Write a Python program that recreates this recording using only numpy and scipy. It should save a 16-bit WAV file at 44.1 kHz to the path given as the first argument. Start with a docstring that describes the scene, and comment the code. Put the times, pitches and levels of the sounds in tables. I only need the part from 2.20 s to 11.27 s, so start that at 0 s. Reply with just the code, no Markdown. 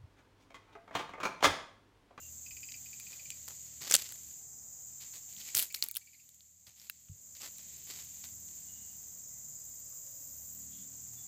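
"""Cicadas sing steadily in a forest by still water: tymbal clicks ring a chorus band and a throbbing shrill.
Far off, a frog chucks in ringing pulses, an engine drones in sines and thin whistles come from filtered noise.
Close to a mono microphone someone shifts on dry litter: twigs snap as noise bursts, leaves rustle as dense
crackles, ground and wood thud as fading rings. During a long crackle the background of cicadas, forest air
and quiet stir is turned down from the crackle's start; it stays low for over a second, then recovers."""
import sys
import numpy as np
from scipy import signal
from scipy.fft import rfft, irfft
from scipy.io import wavfile
from scipy.ndimage import uniform_filter1d

SR = 44100
rng = np.random.default_rng(int(sys.argv[2]) if len(sys.argv) > 2 else 0)


def to_linear_factor(level_db):
    """Convert decibel levels (scalar or array-like) to linear amplitude factors."""
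    exponent = np.asarray(level_db, float) / 20
    return 10 ** exponent


def unload_audio(sound):
    """Save the sound as a 16-bit wav file, at the path given as the first command line argument."""
    columns = np.transpose(np.atleast_2d(sound))
    # keep every value between -1 and 1, then stretch to whole-number steps
    steps = np.round(np.clip(columns, -1, 1) * 32767)
    wavfile.write(sys.argv[1], SR, steps.astype(np.int16))


N = 399987
T = np.arange(N) / SR

# Gain of the background (cicadas, air and the litter's stir), turned down from the start of a long crackle
# and then let recover. Each row: time in seconds, gain in dB.
DIP = [(3.33, -2), (3.46, -4), (3.8, -13.5), (4.0, -14), (4.4, -15), (4.9, -11.5), (5.12, -5), (5.35, -3),
       (6.4, -1)]

# Throb of the nearest cicada. Each row: time in seconds, throbs per second in Hz, depth from 0 to 1.
THROB = [(0, 20.4, 0.36), (3.3, 20.4, 0.1), (5, 19.35, 0.4), (7.6, 19.35, 0.32), (8, 19.35, 0.1),
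         (8.4, 17, 0.14), (8.6, 19.35, 0.4), (9.07, 19.35, 0.31)]
# Where the throb stands at one moment. The pair: time in seconds, position in turns.
THROB_ANCHOR = (7, .45)
# The two buzzes in each throb. Each row: position in turns, strength as a ratio.
BUZZES = [(-.03, 1.), (0.181, 0.91)]
# Groups of cicadas. Each row: centre in Hz, width in Hz, relative density in dB per Hz.
SINGER_GROUPS = [(5000, 410, -22), (5550, 300, -19.5), (6084, 250, -10), (6475, 370, -5), (6860, 230, -1.5),
                 (7203, 315, -1.5), (7560, 330, -3), (8105, 220, -11.5), (8480, 75, -16.5), (8420, 50, -16)]
# Spectrum of the shrill overtone. Each row: frequency in Hz, relative density in dB per Hz.
SHRILL_SPECTRUM = [(10500, -30.5), (11500, -28), (12600, -15), (13200, -7), (13650, 3.5), (13900, -1.5),
                   (14300, 4.5), (14850, 2), (15100, -0.5), (15550, -6)]
# Shrill level ahead of flicker, throb and dip. 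Each row: time in seconds, level in dB.
SHRILL_LEVEL = [(0, -57), (.7, -57.5), (1.8, -60.5), (2.9, -58), (4.4, -58.5), (6.5, -56.5), (7.6, -55.5),
                (8.35, -51.5), (8.45, -57), (9.07, -56)]

# Spectrum of the far forest's air. Each row: frequency in Hz, relative density in dB per Hz.
AIR_SPECTRUM = [(18, -40), (30, -22.5), (59, -4), (91, -2), (167, -7), (200, -8), (381, -19.5),
                (583, -17.5), (800, -21.5), (1040, -52.5), (1760, -120)]

# The distant engine. Each row: time in seconds, half the firing rate in Hz, then the levels of
# the even orders, the third order and the higher odd orders, all in dB.
ENGINE = [(0.0, 39.8, -65.5, -76, -80), (4.29, 39.23, -78.5, -94.5, -95),
          (6.21, 40.15, -65.5, -87.5, -75.5), (7.35, 35.63, -73, -80.5, -80), (7.85, 38.84, -86, -83, -88),
          (8.11, 35.6, -68.5, -81, -81.5), (8.56, 38.4, -67, -71, -64), (9.07, 38.5, -73, -74.5, -76)]
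# Balance of the engine's orders. Each row: multiple of half the firing rate, gain in dB.
ENGINE_ORDERS = [(2, -2), (3, 6.5), (4, -8), (5, -1.5), (6, -12.5), (7, -5)]

# Far birds and crickets. Each row: start in seconds, end in seconds, pitch in Hz, width in Hz, level in dB.
WHISTLES = [(0, .12, 2780, 38, -63), (2.35, 2.8, 4900, 160, -87), (4.146, 4.45, 11550, 26, -83.5),
            (6.458, 6.8, 2886, 30, -72.5), (7.098, 7.243, 2030, 74.2, -79), (7.3, 8.25, 5010, 130, -72.5),
            (2.204, 3.306, 778, 31, -83), (7.703, 7.812, 1180, 41, -72), (8.5, 8.68, 3350, 300, -67.5),
            (8.96, 9.072, 3470, 11, -68)]

# Spectra of the litter. Each row: frequency in Hz, relative density in dB per Hz.
LEAVES = [(1300, -30.5), (2000, -4), (3700, -1), (4600, 2), (6000, -2), (8000, 1)]
LEAF_TOPS = [(6000, -14), (8500, -4), (10400, -8), (13000, 4), (15500, -6)]
SOIL = [(200, 3), (450, 1), (1200, 1.5), (2000, -4), (3000, -32)]
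# Quiet stir of the litter ahead of the dip. Each row: time in seconds, leaves in dB, leaf tops in dB.
STIR = [(0, -74.5, -74), (.3, -73.5, -73.5), (.9, -67, -73), (1.6, -69, -73), (2.1, -69.5, -69.5),
        (2.3, -82, -77.5), (3.0, -73, -76.5), (4.0, -66.5, -66.5), (4.4, -71.5, -73.5), (4.7, -63.5, -71.5),
        (5.1, -76.5, -73), (5.5, -65.5, -71.5), (6.05, -69, -69.5), (6.17, -77, -73), (6.35, -72, -74),
        (7.1, -79, -77), (8.2, -78, -69.5), (8.5, -75.5, -73.5), (9.07, -76, -73.5)]
# Scuffs on the litter. Each row: start in seconds, length in seconds, leaves in dB,
# leaf tops in dB against the leaves, soil in dB against the leaves.
SCUFFS = [(.9, 0.057, -68.5, -6, -5), (1.279, 0.0084, -61, -4, 1.5), (1.605, 0.066, -54, -12, -6),
          (1.69, 0.054, -48.5, -7, -10), (1.708, .115, -49, -8, -11), (1.85, 0.022, -55.5, -15, -14),
          (1.889, 0.012, -57.5, -11, -10), (1.915, 0.0084, -62.5, -3, -2), (2.8, 0.063, -63.5, -10, -13),
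          (2.929, 0.037, -64.5, -9, -9), (3.09, 0.042, -66.5, -4, -19), (3.145, .19, -62.5, -8.5, -16),
          (3.345, 0.083, -50.5, 0.5, -11.5), (3.541, 0.01, -54.5, 2, -11), (3.625, .02, -59, -4, -7),
          (3.75, 0.019, -66, -7, -12.5), (4.465, 0.029, -65, -8, -7), (4.559, 0.11, -70.5, -5, -11),
          (5.152, 0.023, -62, -11, -22), (5.201, 0.061, -60, -9, -4.5), (5.39, 0.012, -69, -15, -8),
          (5.669, .03, -61.5, -9, -5), (5.7, 0.044, -53.5, -11, -9.5), (5.78, 0.039, -61, -9, -9),
          (6.034, 0.024, -65, -9, -8)]

# Frog calls. Each row: start in seconds, relative level in dB.
CHUCKS = [(0.2624, -46), (0.3082, -44), (0.3681, -45), (0.4304, -41), (0.4868, -43), (0.5407, -42),
          (0.6594, -47), (0.7302, -46), (0.7981, -47), (0.8664, -45), (0.9283, -45), (0.9946, -47),
          (1.0555, -47), (1.1179, -46), (3.2839, -48), (3.5029, -47), (3.5693, -48), (3.6925, -52),
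          (3.8137, -56), (3.8721, -54), (3.9305, -58), (3.9434, -57), (3.9963, -58)]
# Ringing of the vocal sac. Each row: multiple of the pitch, level in dB, t60 in seconds.
FROG_MODES = [(1, 0, .018), (1.17, -8, .012), (.88, -9, .012), (1.95, -8, .026), (2.09, -8, .014)]
# The pitch sags late in the first call; the second starts lower, rises and is hoarser.
# Each row: time in seconds, pitch in Hz, scatter of the pulses' pitch from 0 to 1.
FROG_PITCH = [(.26, 2470, .012), (.87, 2470, .012), (1.12, 2400, .015), (3.3, 2300, .06), (4, 2420, .07)]

# Knocks on ground and wood. Each row: start in seconds, relative level in dB, pitch in Hz, t60 in seconds.
THUDS = [(.32, -45.5, 65, 0.092), (1.61, -47.5, 129.7, 0.12), (1.71, -27.5, 480, 0.016),
         (1.742, -29.5, 550, 0.038), (1.746, -39, 203, 0.048), (3.351, -47, 107, 0.14),
         (3.355, -50, 403, 0.042), (4.475, -54.5, 110, .08), (4.698, -33, 2710, 0.013),
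         (4.896, -35.5, 94.5, 0.12)]

# Breaking twigs. Each row: start in seconds, level in dB, centre in Hz,
# bass in dB against the level, treble in dB against the level.
SNAPS = [(0.5208, -36, 4800, -33, -18), (0.7994, -35, 7500, -12, 4), (1.1038, -28, 6500, -21, -8),
         (1.2851, -31, 6500, -13, -1), (1.6156, -41, 4800, -8, -8), (1.622, -39, 6500, -5, -3),
         (1.6995, -26, 5600, -16, -8), (1.7083, -32, 7500, -7, -5), (1.7116, -13, 6500, -11, -5),
         (1.7147, -20, 5600, -4, -2), (1.7227, -16, 5600, -6, -7), (1.7297, -27, 7500, -10, -1),
         (1.7409, -6, 6500, -15, -4), (1.7449, -18, 4100, -3, 0), (1.751, -6, 7500, -10, -1),
         (1.7542, -11, 6500, -15, -8), (1.7646, -15, 6500, -19, -4), (1.8915, -32, 7500, -12, -7),
         (1.9231, -31, 7500, -8, 5), (2.9566, -41, 6500, -18, 1), (3.1659, -41, 3500, -19, -15),
         (3.1856, -42, 4800, -15, -4), (3.216, -39, 3500, -14, -10), (3.3471, -22, 7500, -7, -1),
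         (3.3507, -16, 5600, -18, 3), (3.362, -26, 7500, -22, 6), (3.3697, -18, 7500, -20, 2),
         (3.3785, -19, 7500, -23, 10), (3.3867, -24, 7500, -16, 4), (3.3941, -17, 7500, -22, 2),
         (3.3984, -21, 7500, -20, 4), (3.4026, -26, 7500, -17, 8), (3.4253, -23, 7500, -10, 7),
         (3.4364, -35, 7500, -12, 8), (3.5255, -38, 7500, -24, 9), (3.5437, -27, 7500, -13, 6),
         (3.5467, -24, 4800, -15, -2), (3.6249, -17, 4800, -23, 1), (3.6398, -27, 7500, -20, 13),
         (3.6622, -42, 7500, -14, 12), (3.6862, -31, 7500, -18, 12), (3.7124, -33, 7500, -15, 11),
         (3.743, -44, 4100, -16, 5), (3.7529, -34, 7500, -13, 13), (3.7604, -33, 3500, -13, 6),
         (3.7681, -25, 7500, -14, 11), (3.771, -28, 7500, -14, 8), (4.091, -47, 6500, -21, 6),
         (4.1458, -55, 5600, -18, 7), (4.207, -48, 4100, -17, -15), (4.4688, -45, 4100, -14, -3),
         (4.4928, -47, 6500, -17, -14), (4.5985, -44, 5600, -20, -13), (4.6983, -29, 7500, -3, 8),
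         (4.8859, -53, 3000, -3, -6), (5.152, -42, 4800, -9, -6), (5.2185, -32, 5600, -21, -17),
         (5.2595, -39, 6500, -9, -3), (5.3838, -38, 7500, -26, 3), (5.8488, -41, 6500, -34, 1),
         (6.0468, -39, 6500, -12, -5), (6.2867, -39, 6500, -25, -12)]


def curve(table):
    """Columns of a table, joined by straight lines in time."""
    s, *columns = np.transpose(table)
    return [np.interp(T, s, c) for c in columns]


def colour(x, points):
    """Give x a spectrum; rms 1."""
    hz, db = np.transpose(points)
    f = np.maximum(np.arange(len(x) // 2 + 1) * SR / len(x), 1)
    gain = to_linear_factor(np.interp(np.log(f), np.log(hz), db, left=-90, right=-90))
    y = irfft(rfft(x) * gain, len(x))
    return y / np.std(y)


def band(x, lo_hz, hi_hz, order=3):
    """Causal band-pass."""
    return signal.sosfilt(signal.butter(order, [lo_hz, hi_hz], "bandpass", fs=SR, output="sos"), x)


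def share(points, lo_hz, hi_hz):
    """Gain that puts a level given for one band onto a whole spectrum."""
    return 1 / np.std(band(colour(rng.standard_normal(SR), points), lo_hz, hi_hz, order=6))


def clicks(per_s, scatter_db):
    """Clicks at random moments, a few much stronger than the rest."""
    fires, sign, strength = rng.random((3, N))
    return (fires < per_s / SR) * np.sign(sign - .5) * to_linear_factor(-scatter_db * np.log(1 - strength))


def walk(rate):
    """Random levels held 1 / rate seconds and slewed twice; spread 1."""
    k = int(SR / rate)
    held = np.repeat(rng.standard_normal(N // k + 1), k)
    w = uniform_filter1d(uniform_filter1d(held, k), k)[:N]
    return w / np.std(w)


def ring(hz, t60, count):
    """A fading sine, count samples long."""
    t = np.arange(count) / SR
    return np.sin(2 * np.pi * hz * t) * np.exp(-np.log(1000) * t / t60)


def add(out, s, sound):
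    """Mix a short sound in at time s."""
    i = max(int(s * SR), 0)
    out[i:i + len(sound)] += sound[:N - i]


def singers():
    """Each group clicks its tymbals on its own and rings one band; the groups swell apart. Rms 1."""
    out = 0
    for hz, width, db in SINGER_GROUPS:
        group = band(clicks(2000, scatter_db=1.5), hz - width / 2, hz + width / 2, order=2)
        out = out + group / np.std(group) * np.sqrt(width) * to_linear_factor(db + 0.66 * walk(10))
    return out / np.std(out)


def cicadas(chorus_db, shrill_db):
    """Many tymbal clicks ring the chorus band; the nearest singer throbs and owns the shrill overtone."""
    rate, depth = curve(THROB)
    turns = np.cumsum(rate) / SR
    anchor_s, anchor_turns = THROB_ANCHOR
    turns += anchor_turns - turns[int(anchor_s * SR)]
    buzz = 0
    for at, strength in BUZZES:
        from_peak = (turns - at + .5) % 1 - .5
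        buzz = buzz + strength * np.exp(-.5 * (from_peak / .045) ** 2)
    depth = np.clip(depth, 0, 1)
    near = np.sqrt(1 - depth + depth * buzz / buzz.mean())
    # its broad swell also shows in the main band, a little later
    swell = 1 + 0.089 * np.cos(2 * np.pi * (turns - .4))
    chorus = singers() * swell * to_linear_factor(chorus_db)
    overtone = colour(clicks(8000, scatter_db=1.0), SHRILL_SPECTRUM)
    flicker_db = .6 * walk(18)
    shrill = overtone * near * to_linear_factor(shrill_db + flicker_db)
    return chorus + shrill


def air():
    """The far forest is hiss whose half-octave bands flicker on their own."""
    hiss, out = colour(rng.standard_normal(N), AIR_SPECTRUM), 0
    for hz in 30 * 2 ** np.arange(0, 5.5, .5):
        out = out + band(hiss, hz, hz * np.sqrt(2), order=2) * to_linear_factor(1.7 * walk(5.5))
    return out * to_linear_factor(-61)


def engine():
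    """A distant two-cylinder drone; odd orders come from the uneven cylinders, and the air makes each waver."""
    hz, even_db, third_db, odd_db = curve(ENGINE)
    phase = 2 * np.pi * np.cumsum(hz) / SR
    out = 0
    for order, db in ENGINE_ORDERS:
        order = round(order)
        if order == 3:
            level_db = third_db
        else:
            level_db = odd_db if order % 2 else even_db
        gain = np.sqrt(2) * to_linear_factor(db + level_db + 2.5 * walk(8.3))
        out = out + gain * np.sin(order * phase + 1.3 * walk(5.3))
    return out


def whistles():
    """Thin, faint notes of narrow noise, blurred by distance."""
    out = 0
    for start, end, hz, width, db in WHISTLES:
        note = band(rng.standard_normal(N), hz - width / 2, hz + width / 2, order=1)
        gate = np.clip(np.minimum((T - start) / .025, (end - T) / .08), 0, 1)
        out = out + to_linear_factor(db) * gate * note / np.std(note)
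    return out


def rustle(dip_db):
    """Dry litter gives dense small crackles; each scuff swells quickly, holds and dies away over a quiet stir."""
    rise_share, t60_s, stir_soil_db = .25, .14, -78  # share of a scuff's length spent swelling; its fade
    leaves_db, tops_db = curve(STIR)
    stir_power = to_linear_factor(np.array([leaves_db, tops_db, stir_soil_db + 0 * T]) + dip_db) ** 2
    scuff_power = np.zeros((3, N))
    for s, length, db, top_db, soil_db in SCUFFS:
        rise = np.clip((T - s) / (rise_share * length), 0, 1)
        fade_db = -60 * np.maximum(T - s - length, 0) / t60_s
        balance = to_linear_factor(np.array([[0], [top_db], [soil_db]])) ** 2
        scuff_power += rise * to_linear_factor(db + fade_db) ** 2 * balance
    grains = clicks(1300, scatter_db=2.5)
    grains = grains / np.std(grains)
    # scuffs are grainy and uneven, the stir between them is smoother
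    crackle = grains * to_linear_factor(3 * walk(60))
    stir = .6 * grains + .8 * rng.standard_normal(N)
    # each spectrum with the band in Hz to which its levels apply
    layers = [(LEAVES, 3100, 4300), (LEAF_TOPS, 9500, 11300), (SOIL, 700, 1800)]
    out = 0
    for (points, lo, hi), scuffing, stirring in zip(layers, scuff_power, stir_power):
        litter = colour(crackle, points) * np.sqrt(scuffing) + colour(stir, points) * np.sqrt(stirring)
        out = out + share(points, lo, hi) * litter
    return out


def frog():
    """Each chuck is three quick fading throat pulses ringing the vocal sac; water and banks blur its end."""
    out = np.zeros(N)
    onset = 1 - np.exp(-np.arange(1024) / SR / .0009)
    pitch_hz, pitch_scatter = curve(FROG_PITCH)
    for (s, db), chances in zip(CHUCKS, rng.standard_normal((len(CHUCKS), 3, 3))):
        i = int(s * SR)
        for k, (late, loud, sharp) in enumerate(chances):
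            hz = pitch_hz[i] * (1 + pitch_scatter[i] * sharp)
            pulse = onset * sum(to_linear_factor(g) * ring(m * hz, t60, count=1024) for m, g, t60 in FROG_MODES)
            # pulses about 4.5 ms apart, later ones weaker
            add(out, s + k * .0045 * (1 + .12 * late), 2 * to_linear_factor(db - 2.5 * k ** 2 + loud) * pulse)
    out = band(out, 1900, 6000)
    t = np.arange(3000) / SR
    blur = rng.standard_normal(len(t)) * np.exp(-t / .025) * np.minimum(t / .008, 1)
    return out + to_linear_factor(-7) * signal.fftconvolve(out, blur / np.linalg.norm(blur))[:N]


def trees(x):
    """Trunks and banks scatter a sound back as a fading, duller wash."""
    t60_s, wash_db = 0.31, -29.5
    t = np.arange(int(.6 * SR)) / SR
    wash = colour(rng.standard_normal(len(t)), [(200, -4.5), (3000, -12.5), (9000, 3.0), (16000, -11.5)])
    wash *= np.exp(-np.log(1000) * t / t60_s) * np.minimum(t / 0.0044, 1)
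    return x + to_linear_factor(wash_db) * signal.fftconvolve(x, wash / np.linalg.norm(wash))[:N]


def thuds():
    """Knocks on ground and wood: a ring with a lower and an upper neighbour, rising over half a cycle."""
    out, t = np.zeros(N), np.arange(8192) / SR
    for s, db, hz, t60 in THUDS:
        body = sum(g * ring(r * hz, t60, count=8192) for r, g in [(.6, 0.3), (1, 0.99), (1.45, .5)])
        add(out, s, to_linear_factor(db) * (1 - np.exp(-t * hz / 0.5)) * body)
    return out


def snaps():
    """A twig breaks: a sharp crack with milliseconds of splinters, strongest round a centre set by its size."""
    width = 1.25  # ratio either side of the centre
    out, t = np.zeros(N), np.arange(1024) / SR
    shape = np.exp(-t / .0004) + .16 * np.exp(-t / .004)
    for (s, db, hz, bass_db, treble_db), noise in zip(SNAPS, rng.standard_normal((len(SNAPS), len(t)))):
        crack = noise * shape + 4 * (t == 0)
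        # centre, broad body, bass, treble: edges in Hz and peak in dB against the level
        layers = [(hz / width, hz * width, 0), (2300, 7500, 1),
                  (1400, 2900, bass_db), (8800, 16500, treble_db)]
        snap = 0
        for lo, hi, rel_db in layers:
            part = band(crack, lo, hi)
            peak = np.abs(signal.hilbert(part)).max()
            snap = snap + to_linear_factor(db + rel_db) * part / peak
        add(out, s, snap)
    return out


def scene():
    """Far sounds and litter cut off in the high treble, thuds, and snaps and frog with their echo; mono."""
    (dip_db,), (shrill_db,) = curve(DIP), curve(SHRILL_LEVEL)
    forest = (cicadas(-48, shrill_db) + air()) * to_linear_factor(dip_db)
    soft = forest + engine() + whistles() + rustle(dip_db)
    soft = signal.sosfilt(signal.ellip(10, .2, 60, 15600, fs=SR, output="sos"), soft)
    mono = soft + thuds() + trees(snaps() + frog())
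    return np.array([mono, mono])


def top_cut(x):
    """Nothing passes above the cut-off."""
    return signal.sosfilt(signal.butter(12, 16810, fs=SR, output="sos"), x)


def record(dry):
    """The microphone drops the deepest bass."""
    mix = signal.sosfilt(signal.butter(2, 45, "highpass", fs=SR, output="sos"), dry)
    return top_cut(mix)


dry = scene()
out = record(dry)
unload_audio(out)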